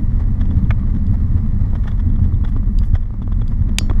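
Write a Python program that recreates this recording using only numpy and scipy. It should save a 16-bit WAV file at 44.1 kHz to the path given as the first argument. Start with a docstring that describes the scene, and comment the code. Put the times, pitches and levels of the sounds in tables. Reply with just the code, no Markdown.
"""A roller coaster train is hauled up its lift hill, heard from an open seat.
From the start wind flutters on the microphone, the car rumbles and drones, the lift chain rushes below.
From 0.4 s loose fittings rattle and knock and the track jolts the car; a hard clack comes at 0.7 s.
Light steel ticks follow, and two faint scrapes of the running gear at 2.5 and 2.9 s.
At 3.8 s steel snaps on steel and rings, then a double clunk."""
import sys
import numpy as np
from scipy import signal
from scipy.fft import rfft, irfft, next_fast_len
from scipy.io import wavfile
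from scipy.ndimage import uniform_filter1d, map_coordinates

SR = 44100
rng = np.random.default_rng(int(sys.argv[2]) if len(sys.argv) > 2 else 0)


def put_to_file(sound):
    """Save the sound as 16-bit audio at rate SR, in the file named by the first command-line argument."""
    columns = np.atleast_2d(sound).T  # one column per channel
    safe = np.clip(columns, -1, 1)
    whole_steps = np.round(safe * 32767)
    wavfile.write(sys.argv[1], SR, whole_steps.astype(np.int16))


N = 176400

# Level curves, before layer gain: time_s, level_db
WIND_LEVEL = [(0, -15), (1, -17), (2.6, -16), (2.85, -11.5), (3.19, -24.5), (3.37, -14.5), (3.8, -18),
              (3.96, -13)]
RUMBLE_LEVEL = [(0, -18.5), (.9, -18), (1.25, -17), (1.95, -19.5), (2.24, -17), (2.55, -20), (2.9, -23),
                (3.16, -27.5), (3.27, -19), (4, -22)]
DRONE_LEVEL = [(0, -31), (.6, -26), (1.3, -28), (1.8, -33), (2.2, -28), (2.75, -29.5), (3.08, -41),
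               (3.25, -32), (3.7, -29), (4, -29)]
CHAIN_LEVEL = [(0, -46.5), (.5, -45.5), (2.1, -47), (2.75, -49), (3.1, -51.5), (3.55, -49), (4, -45)]

# Source spectra: freq_hz, relative_db
WIND_SPECTRUM = [(8, -16), (18, -7), (25, 7.5), (33, 6), (45, -0.5), (70, -15), (200, -82.5)]
RUMBLE_SPECTRUM = [(30, -15), (50, -11.5), (68, -3), (85, 1), (108, -3.5), (130, -12.5), (160, -16),
                   (300, -32), (700, -85.5)]
DRONE_SPECTRUM = [(120, -33), (165, -10.5), (193, 2), (224, -1), (243, -8.5), (265, -7), (285, -14),
                  (360, -28), (500, -32.5), (1000, -83.5)]
CHAIN_SPECTRUM = [(400, 7), (700, 0.5), (1150, 1.5), (1550, -10), (1900, -3.5), (2550, -20.5),
                  (3800, -20.5), (7200, -30), (12500, -42), (16000, -62.5)]
RATTLE_SPECTRUM = [(250, 5.5), (1200, 6), (1900, 4), (2600, -10), (3400, -3.5), (4300, -19.5),
                   (5500, -13.5), (7200, -23.5), (8500, -31.5), (15000, -39.5)]
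KNOCK_SPECTRUM = [(100, -2), (280, 12.5), (480, 5), (750, -0.5), (1200, 1.5), (1650, -17), (3500, -27.5),
                  (12000, -52.5)]
JOLT_SPECTRUM = [(15, -18.5), (30, -3.5), (85, 9.5), (115, 5), (160, -12), (210, -10), (300, -25),
                 (600, -79.5)]
CLACK_SPECTRUM = [(300, -4.5), (750, -1), (1250, 5), (1600, -1.5), (2200, 2), (2800, -13), (3700, -15.5),
                  (4500, -30.5), (6000, -28.5), (11000, -56)]
TICK_SPECTRUM = [(2000, -19), (3460, 2), (4230, -6.5), (4810, 1), (5600, -13.5), (7150, -10.5),
                 (16000, -35.5)]
SCRAPE_SPECTRUM = [(2000, -16.5), (5000, -0.5), (12000, -6), (16000, -13.5)]
SNAP_SPECTRUM = [(300, -17.5), (1300, -12), (2050, -5), (2900, 0), (3700, -1.5), (4200, -11), (4750, -5),
                 (5600, -14.5), (6700, -6.5), (8500, -15.5), (11500, -17), (12700, -29.5), (16000, -27.5)]

# Chain clatters: centre_s, level_db
CLATTERS = [(.205, -39.5), (.59, -48.5), (.9, -51.5), (1.143, -41.5), (1.375, -46), (1.61, -46),
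            (3.52, -44)]
# Loose-metal rattles, before layer gain: centre_s, length_s, chatter_db, buzz_db
RATTLES = [(0.414, 0.013, -35.5, -40), (0.511, 0.0088, -43.5, -40.5), (.646, 0.0064, -49.5, -44.5),
           (0.965, 0.012, -45, -60), (1.759, 0.012, -37, -46.5), (1.841, 0.012, -41.5, -52),
           (1.882, 0.016, -32.5, -41), (1.917, 0.009, -40, -41), (2.0, 0.013, -40, -56),
           (2.098, 0.012, -50, -49), (2.161, 0.0074, -44, -50), (2.247, 0.022, -42.5, -54),
           (2.345, .008, -51, -46), (2.45, 0.0098, -35, -33.5), (2.485, 0.02, -43.5, -50),
           (2.839, 0.02, -43.5, -47), (2.955, 0.02, -34.5, -46), (3.029, .009, -54, -51),
           (3.225, 0.0092, -42.5, -48), (3.326, 0.0099, -41.5, -43.5), (3.419, 0.01, -43, -42),
           (3.693, .008, -43.5, -51), (3.9, 0.0035, -38, -28)]
# Fitting knocks and car jolts, before layer gain: start_s, level_db
KNOCKS = [(.512, -27.5), (.833, -30), (1.733, -25.5), (1.755, -29.5), (1.857, -27.5), (2.192, -29),
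          (2.324, -29.5), (2.44, -28), (2.564, -22.5), (2.631, -31.5), (2.815, -30.5), (3.106, -31),
          (3.1405, -30), (3.219, -27.5), (3.277, -26.5), (3.32, -26.5), (3.417, -27.5), (3.696, -32.5),
          (3.811, -24.5), (3.898, -18.5), (3.911, -16)]
JOLTS = [(.566, -3), (.694, -4.5), (1.103, -7.5), (1.22, -3), (1.345, -7), (1.612, -11), (1.733, -5),
         (2.06, -6.5), (2.215, -4.5), (2.337, -8.5), (2.808, -10.5), (2.932, -4.5), (3.607, -7.5),
         (3.9, -7.5)]
# Clack contacts and steel ticks: start_s, level_db
CLACKS = [(.7063, -13.5), (.7075, -8.5), (.7104, -10), (.719, -28), (3.898, -20), (3.9112, -29)]
TICKS = [(1.068, -38), (2.788, -23), (3.48, -32.5)]
# Running-gear scrapes: centre_s, length_s, level_db
SCRAPES = [(2.493, 0.03, -63), (2.86, 0.04, -61.5)]
# Steel modes: pitch_hz
STEEL_HZ = [3074, 3354, 4183, 4312, 4500, 4834, 5394, 5464, 6105, 6778, 6982]
# Strength and decay of those modes: relative_db, t60_s
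STEEL_DECAYS = [(-18.5, .3), (-14.5, .2), (-21.5, .35), (-10.5, 0.247), (-6, 0.2), (4.5, 0.1), (-5.5, 0.12),
                (-10.5, .27), (-23, 0.18), (-9, .1), (-18.5, 0.36)]


def amp(db):
    """Decibels to gain."""
    return 10 ** (np.asarray(db) / 20)


def unit(x):
    """Scale to rms 1."""
    return x / np.sqrt(np.mean(x ** 2) + 1e-20)


def curve(rows):
    """Per-sample values from (time_s, value) rows."""
    return np.interp(np.arange(N) / SR, *np.transpose(rows))


def wobble(rate_hz):
    """Smooth random curve with knots at rate_hz."""
    return map_coordinates(rng.standard_normal(4000), [np.arange(N) * rate_hz / SR], mode="wrap")


def swell(centre_s, length_s):
    """Smooth rise and fall, peak 1."""
    return 1 / np.cosh(np.clip(2.8 * (np.arange(N) / SR - centre_s) / length_s, -20, 20))


def colour(x, spectrum):
    """Minimum-phase filter; keeps the power of white noise."""
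    size = 2 * next_fast_len(len(x) // 2 + 8192)
    hz, db = np.transpose(spectrum)
    bins_hz = np.fft.rfftfreq(size, 1 / SR)
    gain = unit(amp(np.interp(np.log(bins_hz + 1), np.log(hz), db)))
    cepstrum = irfft(np.log(gain))
    cepstrum[1:size // 2] *= 2
    cepstrum[size // 2 + 1:] = 0
    return irfft(rfft(x, size) * np.exp(rfft(cepstrum)))[:len(x)]


def noise(spectrum):
    """Coloured noise, rms 1."""
    return unit(colour(rng.standard_normal(N + SR // 2), spectrum)[-N:])


def even(x, span_s):
    """Even out swells longer than span_s; rms 1."""
    window = signal.windows.hann(int(span_s * SR) + 3)
    power = np.abs(signal.fftconvolve(x ** 2, window / window.sum(), "same"))
    return unit(x / np.sqrt(power + 0.099))


def add(track, start_s, sound):
    """Mix a sound into the track."""
    part = track[round(start_s * SR):][:len(sound)]
    part += sound[:len(part)]


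def blows(rows, spectrum, t60_s, scatter):
    """Impacts: a push plus scattered reflections that ripple the spectrum but keep its broad shape."""
    track, t, lead_samples = np.zeros(N), np.arange(SR // 5) / SR, 128
    impulse_peak = np.abs(colour(1. * (t == 0), spectrum)).max()
    for start_s, db in rows:
        force = rng.standard_normal(len(t)) * amp(-60 * t / t60_s)
        force *= scatter / np.linalg.norm(force)
        force[0] += 1
        ripple = rfft(np.roll(force, lead_samples))
        broad_power = uniform_filter1d(uniform_filter1d(np.abs(ripple) ** 2, size=140), size=140)
        blow = colour(irfft(ripple / np.sqrt(broad_power)), spectrum)
        add(track, start_s - lead_samples / SR, amp(db) * blow / impulse_peak)
    return track


def wind():
    """Air flutters on the microphone."""
    return amp(curve(WIND_LEVEL)) * even(noise(WIND_SPECTRUM), span_s=.19)


def car_rumble(links_db, gain_db=-1):
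    """The car rumbles on the track."""
    return amp(curve(RUMBLE_LEVEL) + gain_db + links_db) * even(noise(RUMBLE_SPECTRUM), span_s=.12)


def shell_drone(links_db, gain_db=-.5, depth_db=2.5, crest_s=.53, period_s=.5375):
    """The car's shell drones in regular surges."""
    surge_db = depth_db * np.cos(2 * np.pi * (np.arange(N) / SR - crest_s) / period_s)
    level_db = curve(DRONE_LEVEL) + gain_db + surge_db + links_db
    return amp(level_db) * even(noise(DRONE_SPECTRUM), span_s=.16)


def chain_rush(links_db, gain_db=1):
    """The lift chain rushes, clattering now and then."""
    rush = amp(curve(CHAIN_LEVEL) + gain_db + links_db / 2 + wobble(rate_hz=41))
    clatter = sum(amp(db) * swell(centre_s, length_s=.019) for centre_s, db in CLATTERS)
    return (rush + clatter) * noise(CHAIN_SPECTRUM)


def chain_rollers(gain_db=-13.5, ticks_per_s=35):
    """The rollers tick dryly at random."""
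    impulses = rng.standard_normal(N) * (rng.random(N) < ticks_per_s / SR)
    return amp(curve(CHAIN_LEVEL) + gain_db) * unit(colour(impulses, RATTLE_SPECTRUM))


def rattles(chatter_gain_db=-.5, buzz_gain_db=-9.5, buzz_hz=3430, half_width_hz=170):
    """Loose metal: flurries of tiny contacts and a narrow buzzing resonance."""
    chatter_env = sum(amp(db) * swell(centre_s, length_s) for centre_s, length_s, db, _ in RATTLES)
    buzz_env = sum(amp(db) * swell(centre_s, length_s) for centre_s, length_s, _, db in RATTLES)
    contacts = rng.standard_normal(N) * amp(2.1 * wobble(rate_hz=250) + 4.3 * rng.standard_normal(N))
    chatter = unit(colour(contacts, RATTLE_SPECTRUM))
    resonance = 1 / (1 + ((np.fft.rfftfreq(N, 1 / SR) - buzz_hz) / half_width_hz) ** 2)
    buzz = even(irfft(rfft(rng.standard_normal(N)) * resonance, N), span_s=.02)
    return amp(chatter_gain_db) * chatter_env * chatter + amp(buzz_gain_db) * buzz_env * buzz


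def knocks(gain_db=4):
    """Loose fittings knock dully."""
    return amp(gain_db) * blows(KNOCKS, KNOCK_SPECTRUM, t60_s=.02, scatter=.75)


def jolts(gain_db=.5):
    """The track jolts the car with low thuds."""
    return amp(gain_db) * blows(JOLTS, JOLT_SPECTRUM, t60_s=.051, scatter=.5)


def clacks():
    """Hard contacts, milliseconds apart, stutter into clacks."""
    return blows(CLACKS, CLACK_SPECTRUM, t60_s=.014, scatter=1.6)


def steel_modes(t):
    """Struck steel: one decaying sine per mode."""
    return [amp(db - 60 * t / t60_s) * np.sin(2 * np.pi * hz * t)
            for hz, (db, t60_s) in zip(STEEL_HZ, STEEL_DECAYS)]


def steel_ticks(ring_gain_db=-34):
    """Light taps stir only the steel's strongest mode."""
    ring = max(steel_modes(np.arange(SR // 2) / SR), key=np.max)
    track = blows(TICKS, TICK_SPECTRUM, t60_s=.008, scatter=1)
    for start_s, db in TICKS:
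        add(track, start_s, amp(db + ring_gain_db) * ring)
    return track


def gear_scrapes():
    """The running gear scrapes, thin and high."""
    envelope = sum(amp(db) * swell(centre_s, length_s) for centre_s, length_s, db in SCRAPES)
    return envelope * noise(SCRAPE_SPECTRUM)


def steel_snap(start_s=3.7851, crack_db=7.4, ring_gain_db=-34, clang_db=-43.5, clang_t60_s=.16):
    """Steel strikes steel hard: a crack, all modes ringing, a noisy clang of many weak ones."""
    t = np.arange(SR // 2) / SR
    track = blows([(start_s, crack_db)], SNAP_SPECTRUM, t60_s=.009, scatter=1.5)
    ring = amp(ring_gain_db) * sum(steel_modes(t))
    clang = amp(clang_db - 60 * t / clang_t60_s) * noise(TICK_SPECTRUM)[:len(t)]
    add(track, start_s, ring + clang)
    return track


def scene(link_hz=7.7, link_depth_db=1.56):
    """Close mono mix; passing chain links pulse the running noise unevenly."""
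    link_phase_rad = 2 * np.pi * link_hz * np.arange(N) / SR + 2.7 * wobble(rate_hz=3.5)
    links_db = link_depth_db * np.sin(link_phase_rad)
    running = wind() + car_rumble(links_db) + shell_drone(links_db) + chain_rush(links_db)
    running += chain_rollers()
    events = rattles() + knocks() + jolts() + clacks() + steel_ticks() + gear_scrapes() + steel_snap()
    return (running + events)[None]


def record(dry, ceiling=.9, cutoff_hz=16000):
    """Soft peak limit, then low-pass."""
    limited = dry / (1 + np.abs(dry / ceiling) ** 6) ** (1 / 6)
    return signal.sosfiltfilt(signal.butter(10, cutoff_hz, fs=SR, output="sos"), limited)


dry = scene()
out = record(dry)
put_to_file(out)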